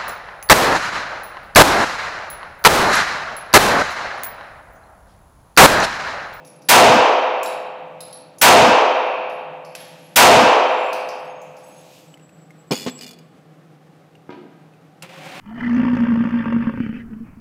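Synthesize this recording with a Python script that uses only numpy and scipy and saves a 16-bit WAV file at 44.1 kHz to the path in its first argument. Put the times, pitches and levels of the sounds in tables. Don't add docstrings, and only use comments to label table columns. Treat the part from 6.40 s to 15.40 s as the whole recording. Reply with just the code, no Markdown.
import sys
import numpy as np
from scipy import signal
from scipy.fft import rfft, irfft, next_fast_len
from scipy.io import wavfile

SR = 44100
rng = np.random.default_rng(int(sys.argv[2]) if len(sys.argv) > 2 else 0)


def voltage_ratio(level):
    return 10 ** (np.asarray(level, float) / 20)


def store_wav(level_fs):
    pcm = np.round(np.clip(np.atleast_2d(level_fs), -1, 1) * 32767)
    wavfile.write(sys.argv[1], SR, pcm.T.astype(np.int16))


N = 396892

SHOT_TIMES = [
    -1.5,
    .2862,
    2.0127,
    3.7576,
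]
BLAST_DB, BLAST_FILL_S = 1, 0.0044
TAIL_SAMPLES = 4 * SR


def rms_one(x):
    return x / np.sqrt(np.mean(x ** 2) + 1e-20)


def at_hz(points, hz):
    table = np.array(points)
    return [np.interp(np.log(hz), np.log(table[:, 0]), column) for column in table[:, 1:].T]


def band(x, low_hz, high_hz, order=2):
    edges = [low_hz, min(high_hz, SR / 2.2)]
    return signal.sosfilt(signal.butter(order, edges, "band", fs=SR, output="sos"), x)


def coloured(spectrum):
    size = next_fast_len(N)
    hz = np.arange(1, size // 2 + 2) * SR / size
    shaped = rfft(rng.standard_normal(size)) * voltage_ratio(at_hz(spectrum, hz)[0])
    return rms_one(irfft(shaped, size)[:N])


def drift(per_s):
    count = int(N / SR * 200) + 2
    chance = rng.standard_normal(count + 400)
    slow = signal.lfilter([1], [1, -np.exp(-np.pi * per_s / 100)], chance)[400:]
    return np.interp(np.arange(N) / SR * 200, np.arange(count), rms_one(slow))


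def add(out, s, x):
    at = int(round(s * SR))
    x = x[max(-at, 0):N - at]
    out[max(at, 0):max(at, 0) + len(x)] += x


def ring(hz, t60):
    t = np.arange(int(t60 * SR) + 8) / SR
    return np.sin(2 * np.pi * hz * t) * voltage_ratio(-60 * t / t60)


def crack(low_hz, high_hz, t60):
    t = np.arange(int(.25 * SR)) / SR
    puff = band(rng.standard_normal(len(t)) * voltage_ratio(-60 * t / t60), low_hz, high_hz)
    return puff / np.abs(puff).max()


def wavering(hz, seconds, width_hz):
    noise = band(rng.standard_normal(SR + SR // 4), hz - width_hz / 2, hz + width_hz / 2)
    settled = noise[SR // 4:]
    return rms_one(settled[:int(seconds * SR)])


def stroke(start_s, peak_s, end_s, peak_db, rise, fall):
    t = np.arange(N) / SR
    below_peak_db = np.maximum(rise * (peak_s - t), fall * (t - peak_s))
    return voltage_ratio(peak_db - below_peak_db) * (t >= start_s) * (t < end_s)


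def hall(white):
    # frequency in Hz, start level in dB per Hz, early t60 in seconds,
    # late share in dB, late t60 in seconds.
    reverberation = [(131, -30, 0.29, -25.5, 1.1), (212, -6, 0.69, -24, 3.6), (333, -5, 1.67, -8.5, 1.5),
                     (477, 1.5, 1.5, -17.5, 2.6), (752, 5, 1.73, -5.5, 1.9), (1097, -1, 1.75, -4.5, 1.9),
                     (1970, -4.5, 0.82, -6, 1.76), (2570, -5.5, 1.51, -9.5, 2.12),
                     (3810, -7.5, .8, -10, 1.56), (5740, -13, 0.98, -5, 0.81), (8100, -11, 0.43, -7, 0.67),
                     (12040, -14, 0.24, -4, .38), (16000, -10.5, 0.28, -3, .28)]
    fill_cycles = 17
    t, blast, even = np.arange(white.shape[1]) / SR, 0, 0
    edges = 100 * 2 ** np.arange(0, 7.6, 1 / 4)
    for k, (low, high) in enumerate(zip(edges, edges[1:])):
        hz = np.sqrt(low * high)
        level_db, early, late_db, late = at_hz(reverberation, hz)
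        noise = band(white[k % 2], low, high, order=3)
        fill = 1 - np.exp(-(t / (BLAST_FILL_S + fill_cycles / hz)) ** 1.3)
        decay = np.sqrt(voltage_ratio(-120 * t / early) + voltage_ratio(2 * late_db - 120 * t / late))
        blast = blast + voltage_ratio(level_db) * fill * decay * noise
        even = even + noise[:2 * SR] * voltage_ratio(-60 * t[:2 * SR] / (0.15 + .5 * late))
    return blast / np.sqrt(np.mean(blast[:SR // 5] ** 2)), even


def standing_waves(size):
    # frequency in Hz, level in dB, t60 in seconds.
    hall_modes = [(442.8, -6.5, 1.9), (509.5, 2.5, 2.47), (552, -13, 2.1), (588, -6.5, 2.9),
                  (646, -0.5, 2.2), (716.4, -7.5, 0.87), (708, -2, 2.1), (771, -7.5, 1.3), (830, -8.5, 2.6),
                  (868, -4.5, 1.4), (919, -10.5, 2.6), (955, -3.5, 0.93), (969, -9, 0.99), (1131, -9, 0.7)]
    t, waves = np.arange(size) / SR, 0
    for hz, db, t60 in hall_modes:
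        decay = voltage_ratio(db - 60 * (t - .44) / np.clip(t60, 1.5, 4.5))
        waves = waves + decay * np.sin(2 * np.pi * hz * t + rng.uniform(0, 2 * np.pi))
    return voltage_ratio(-21) * waves * (1 - np.exp(-(t / .07) ** 2))


def boom(size):
    # frequency in Hz, level in dB per Hz.
    boom_colour = [(20, -8), (40, -12), (75, -30), (125, -5.5), (170, -0.9), (260, 0.5), (340, -8.5),
                   (500, -40.5)]
    level_db, start_db, rise_s = -21.5, -18, 0.04
    shut_s, fall_db_per_s = 0.269, 400
    t = np.arange(size) / SR
    db = level_db + start_db * np.exp(-t / rise_s) - fall_db_per_s * np.maximum(t - shut_s, 0)
    return coloured(boom_colour)[:size] * voltage_ratio(db - BLAST_DB)


def flutter(size):
    round_trips_hz, strongest_order, slope_db = 73.0, 35.5, 1
    t60, swell_s, swell_width_s, swell_db = 2.2, .8, 0.21, 6.5
    t, lines = np.arange(size) / SR, 0
    for order in range(31, 39):
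        phase = rng.uniform(0, 2 * np.pi)
        line = np.sin(2 * np.pi * order * round_trips_hz * t + phase)
        lines = lines + voltage_ratio(-slope_db * abs(order - strongest_order)) * line
    swell = swell_db * np.exp(-((t - swell_s) / swell_width_s) ** 2)
    return lines * voltage_ratio(swell - 60 * (t - .44) / t60) * (1 - np.exp(-(t / 0.063) ** 2))


def shots(answer, walls):
    charges = [-2.5, -1, -0.8, -0.3]
    wall_levels = [-36, -37.5, -34, -34]
    scatter_times = [.4, .42, .3, 0.68]
    out, t = np.zeros(N), np.arange(SR) / SR
    for s, charge_db, walls_db, t60 in zip(SHOT_TIMES, charges, wall_levels, scatter_times):
        add(out, s, voltage_ratio(BLAST_DB + charge_db) * answer + voltage_ratio(walls_db) * walls)
        scatter = rms_one(band(rng.standard_normal(len(t)), 1300, 8200)) * np.minimum(t / BLAST_FILL_S, 1)
        add(out, s, voltage_ratio(BLAST_DB - 60 * t / t60) * 0.34 * scatter)
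    return out


def ventilation():
    # frequency in Hz, level in dB per Hz.
    air_colour = [(18, -67), (30, -46.5), (118, -14.5), (158, -3.5), (248, -18.5), (283, -8), (399, -16.5),
                  (493, -13.5), (676, -19), (772, -13.5), (928, -27.5), (1090, -22.5), (4070, -36.5),
                  (14800, -49), (16500, -55)]
    duct_hz, half_width_hz = 158.5, 7.4
    air = voltage_ratio(-51 + .7 * drift(6)) * coloured(air_colour)
    duct = rms_one(band(rng.standard_normal(N), duct_hz - half_width_hz, duct_hz + half_width_hz))
    hiss = voltage_ratio(-80) * rms_one(band(rng.standard_normal(N), 8000, 15800))
    duck_db, recover_s = 23, 0.81
    t = np.arange(N) / SR
    since_shot = np.min([np.where(t >= s, t - s, np.inf) for s in SHOT_TIMES], axis=0)
    ducking = voltage_ratio(-duck_db * np.exp(-(since_shot / recover_s) ** 2))
    return ducking * voltage_ratio(2.5) * (air + voltage_ratio(-55.5) * duct + hiss)


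def cases():
    # time in seconds, peak in dB, ring in dB,
    # floor click in Hz, bright edge in dB.
    first_case = [
        (0.0484, -34, -19, 5216, -7),
        (0.073, -35, -15.5, 5360, -7),
        (0.2194, -39, -19.5, 5050, -7),
        (1.031, -18.5, -26, 7000, -1),
        (1.0592, -19.5, -18.5, 4300, -5),
        (1.6056, -24, -13.5, 4320, -5),
        (1.727, -27, -14.5, 4600, -11),
        (1.984, -30, -16, 6000, -3),
    ]
    second_case = [
        (2.8968, -36, -18, 5100, -9),
        (3.2485, -32, -24, 5300, -11),
        (3.3517, -24, -19, 4650, -11),
        (3.4025, -30, -14, 2930, -7),
        (3.6596, -42.5, -15, 3000, -10),
    ]
    third_case = [
        (4.5302, -18, -40, 4740, -6),
        (4.6877, -23, -40, 5260, -12),
        (5.016, -35.5, -31, 6400, -6),
        (5.1672, -36, -23, 5500, -6),
    ]
    case_pitches = [10820, 11220, 10800]
    # (frequency in Hz, level in dB).
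    rolls = [(.05, .24, [(10830, -60)]), (.93, .32, [(14050, -72)]), (2.3, .5, [(10830, -70)]),
             (3.58, 0.16, [(11230, -57)]), (4.2, .32, [(7300, -62), (14100, -71)]),
             (4.27, .63, [(7900, -70), (10700, -63.5), (11000, -73.5), (11900, -75)]),
             (4.85, 0.22, [(6514, -63)]), (5.22, 0.186, [(6514, -60.5), (7920, -64), (10830, -57.5),
             (13910, -71)]), (5.66, .64, [(7740, -65.5), (11800, -79)]), (6.38, 0.21, [(7740, -49.5),
             (11920, -68)]), (6.62, .38, [(7740, -79)])]
    t60, width_hz, overtone_ratio, overtone_db = 0.26, 130, 1.295, -37
    out, t = np.zeros(N), np.arange(SR) / SR
    dying = voltage_ratio(-60 * t[:SR // 2] / t60)
    for touches, hz in zip([first_case, second_case, third_case], case_pitches):
        for s, db, ring_db, click_hz, edge_db in touches:
            add(out, s, voltage_ratio(db + edge_db) * crack(.7 * click_hz, 18000, .04))
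            add(out, s, voltage_ratio(db - 4.0) * crack(.85 * click_hz, 1.2 * click_hz, 0.037))
            add(out, s, voltage_ratio(db + ring_db) * dying * wavering(hz, .5, width_hz))
            add(out, s, voltage_ratio(db + overtone_db) * dying * wavering(hz * overtone_ratio, .5, width_hz))
    for start, length, modes in rolls:
        for hz, db in modes:
            singing = wavering(hz, min(length, 1), 40)
            span = t[:len(singing)]
            fade = np.clip(np.minimum(span, span[-1] - span) / 0.016, 0, 1)
            add(out, start, voltage_ratio(db) * singing * fade)
    return out


def ticks():
    # time in seconds, peak in dB, frequency in Hz, crack in dB.
    taps = [
        (3.3512, -21, 2600, -2),
        (5.7409, -32.5, 3000, -9),
        (5.7733, -42, 2070, -6),
        (5.7964, -45, 2750, -6),
        (5.8925, -43, 2590, -6),
        (6.106, -35.5, 2130, -9),
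        (7.7533, -39, 2800, -9.5),
        (8.337, -46, 2560, -6),
        (8.6231, -28.5, 2740, 5),
    ]
    out = np.zeros(N)
    for s, db, hz, crack_db in taps:
        add(out, s, voltage_ratio(db - 1.5) * ring(hz, 0.024))
        add(out, s, voltage_ratio(db + crack_db) * crack(810, 11000, 0.047))
    return out


def skitter():
    skid = dict(start_s=3.355, peak_s=3.396, end_s=3.75, peak_db=-42, rise=40, fall=35)
    # frequency in Hz, level in dB per Hz.
    grit_colour = [(900, -36.5), (1500, -5), (2600, -4), (5200, -9.5), (9000, -18), (13000, -19.5),
                   (16000, -28)]
    return stroke(**skid) * coloured(grit_colour) * voltage_ratio(-0.5)


def sleeve():
    brush = dict(start_s=5.05, peak_s=5.58, end_s=5.75, peak_db=-48, rise=32, fall=80)
    # frequency in Hz, level in dB per Hz.
    cloth_colour = [(1470, -22), (2500, -3), (7890, -8), (9890, -14), (13300, -12), (16000, -18)]
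    return stroke(**brush) * coloured(cloth_colour)


def struck_wood(touches, modes, t60, top_hz):
    out = np.zeros(N)
    for s, db, crack_db in touches:
        add(out, s, voltage_ratio(db + crack_db) * crack(330, 4100, 0.066))
        for hz, share_db in modes:
            strength = voltage_ratio(db - 5.5 + share_db + rng.normal(0, 1.4)) * rng.choice([-1, 1])
            add(out, s, strength * ring(hz, t60))
    return band(out, 120, top_hz)


def pistol_on_bench():
    # time in seconds, peak in dB, crack in dB.
    thuds = [
        (6.308, -12, -23),
        (6.315, -10.5, -2),
        (6.321, -11, -8),
        (6.333, -13.5, -8),
        (6.463, -16, -4.5),
        (6.471, -14.5, -6),
        (6.481, -21, 4),
        (6.559, -48, -10),
    ]
    # frequency in Hz, share in dB.
    bench_modes = [(200, -3.5), (250, 4), (330, -8), (400, 0.5), (512, -1), (695, -8.5), (836, -8),
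                   (1070, -10.5), (1350, -21)]
    return struck_wood(thuds, bench_modes, 0.056, top_hz=11000)


def rattle():
    # start in seconds, count of touches, gap in seconds,
    # first peak in dB, loss per touch in dB.
    runs = [
        dict(s=6.3111, count=14, gap_s=.01076, db=-15, loss_db=0.96),
        dict(s=6.4655, count=4, gap_s=.0101, db=-28, loss_db=0.5),
        dict(s=6.579, count=2, gap_s=.0109, db=-39, loss_db=-9),
        dict(s=6.6109, count=4, gap_s=.0108, db=-24, loss_db=1),
        dict(s=6.6648, count=3, gap_s=0.013, db=-26.5, loss_db=2),
        dict(s=6.7096, count=2, gap_s=.023, db=-29.5, loss_db=4.5),
        dict(s=6.788, count=1, gap_s=0, db=-39.5, loss_db=0),
    ]
    # frequency in Hz, share in dB, t60 in seconds.
    part_modes = [(2040, -22, 0.091), (2420, -11, 0.08), (2900, -6.5, 0.047), (3451, -9, 0.16),
                  (4460, -1, 0.032), (4970, 2, 0.026), (5860, -10, 0.016), (6730, -1.5, 0.025),
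                  (7600, -10, 0.022), (10630, -32, 0.013), (12800, -18, .012), (14100, -8, .02)]
    out = np.zeros(N)
    for run in runs:
        for k in range(run["count"]):
            s = run["s"] + k * run["gap_s"]
            db = run["db"] - k * run["loss_db"]
            add(out, s, voltage_ratio(db - 5.0) * crack(2300, 10600, 0.067))
            for hz, share_db, t60 in part_modes:
                shift, spread = rng.normal(size=2)
                mode = ring(hz * (1 + .018 * shift), t60 * 1.25)
                add(out, s, voltage_ratio(db - 9 + share_db + 3.9 * spread) * mode)
    return out


def booth_knocks():
    # time in seconds, peak in dB, crack in dB.
    knocks = [
        (7.892, -21.5, -17),
        (7.904, -28.5, -2.5),
        (7.924, -34, -0.5),
    ]
    # frequency in Hz, share in dB.
    wall_modes = [(290, -3.5), (345, 0.5), (420, -5.5), (620, -8), (770, -8.5), (980, -6), (1250, -9),
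                  (1600, -11), (2100, -22)]
    return struck_wood(knocks, wall_modes, 0.049, top_hz=3520)


def target_carrier():
    jolt = dict(start_s=8.63, peak_s=8.635, end_s=8.69, peak_db=-35, rise=50, fall=250)
    rolling = dict(start_s=8.69, peak_s=8.978, end_s=9.1, peak_db=-31.5, rise=32.4, fall=60)
    # frequency in Hz, level in dB per Hz.
    rail_colour = [(71, -44), (120, -13), (167, 1.5), (213, -9), (402, -7), (473, -21), (524, 3.5),
                   (643, -12), (757, 0.5), (839, -11), (892, -7), (1430, -12), (2430, -7.5), (4320, -18),
                   (16000, -34.5)]
    return (stroke(**jolt) + stroke(**rolling)) * coloured(rail_colour) * voltage_ratio(1.2 * drift(60))


def scene():
    blast, even = hall(rng.standard_normal((2, TAIL_SAMPLES)))
    answer = blast + standing_waves(TAIL_SAMPLES) + voltage_ratio(4.5) * boom(TAIL_SAMPLES)
    firing = shots(answer, flutter(TAIL_SAMPLES))
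    background = ventilation()
    brass = cases()
    near = ticks() + pistol_on_bench() + rattle()
    rubbing = skitter() + sleeve()
    knock = booth_knocks()
    into_hall = voltage_ratio(-31) * brass + voltage_ratio(-34) * knock + voltage_ratio(-50) * near
    echoes = signal.fftconvolve(into_hall, even)[:N]
    mix = firing + brass + knock + near + echoes + rubbing + target_carrier() + background
    return mix[None]


def top_cut(x):
    return signal.sosfilt(signal.butter(12, 16820, fs=SR, output="sos"), x)


def record(dry):
    top, knee = .74, 9.1
    x = dry / (1 + np.abs(dry / top) ** knee) ** (1 / knee)
    dull = signal.sosfilt(signal.butter(1, 4000, fs=SR, output="sos"), x)
    x = 0.6 * x + 0.19 * dull
    turn = np.exp(-2 * np.pi * 160 / SR)
    x = signal.lfilter([turn, -1], [1, -turn], x)
    x = signal.sosfilt(signal.butter(2, 80, "high", fs=SR, output="sos"), x)
    x = x / (1 + np.abs(x / .93) ** 8) ** (1 / 8)
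    x = signal.sosfilt(signal.cheby2(14, 80, 16800, fs=SR, output="sos"), x)
    return top_cut(x)


dry = scene()
out = record(dry)
store_wav(out)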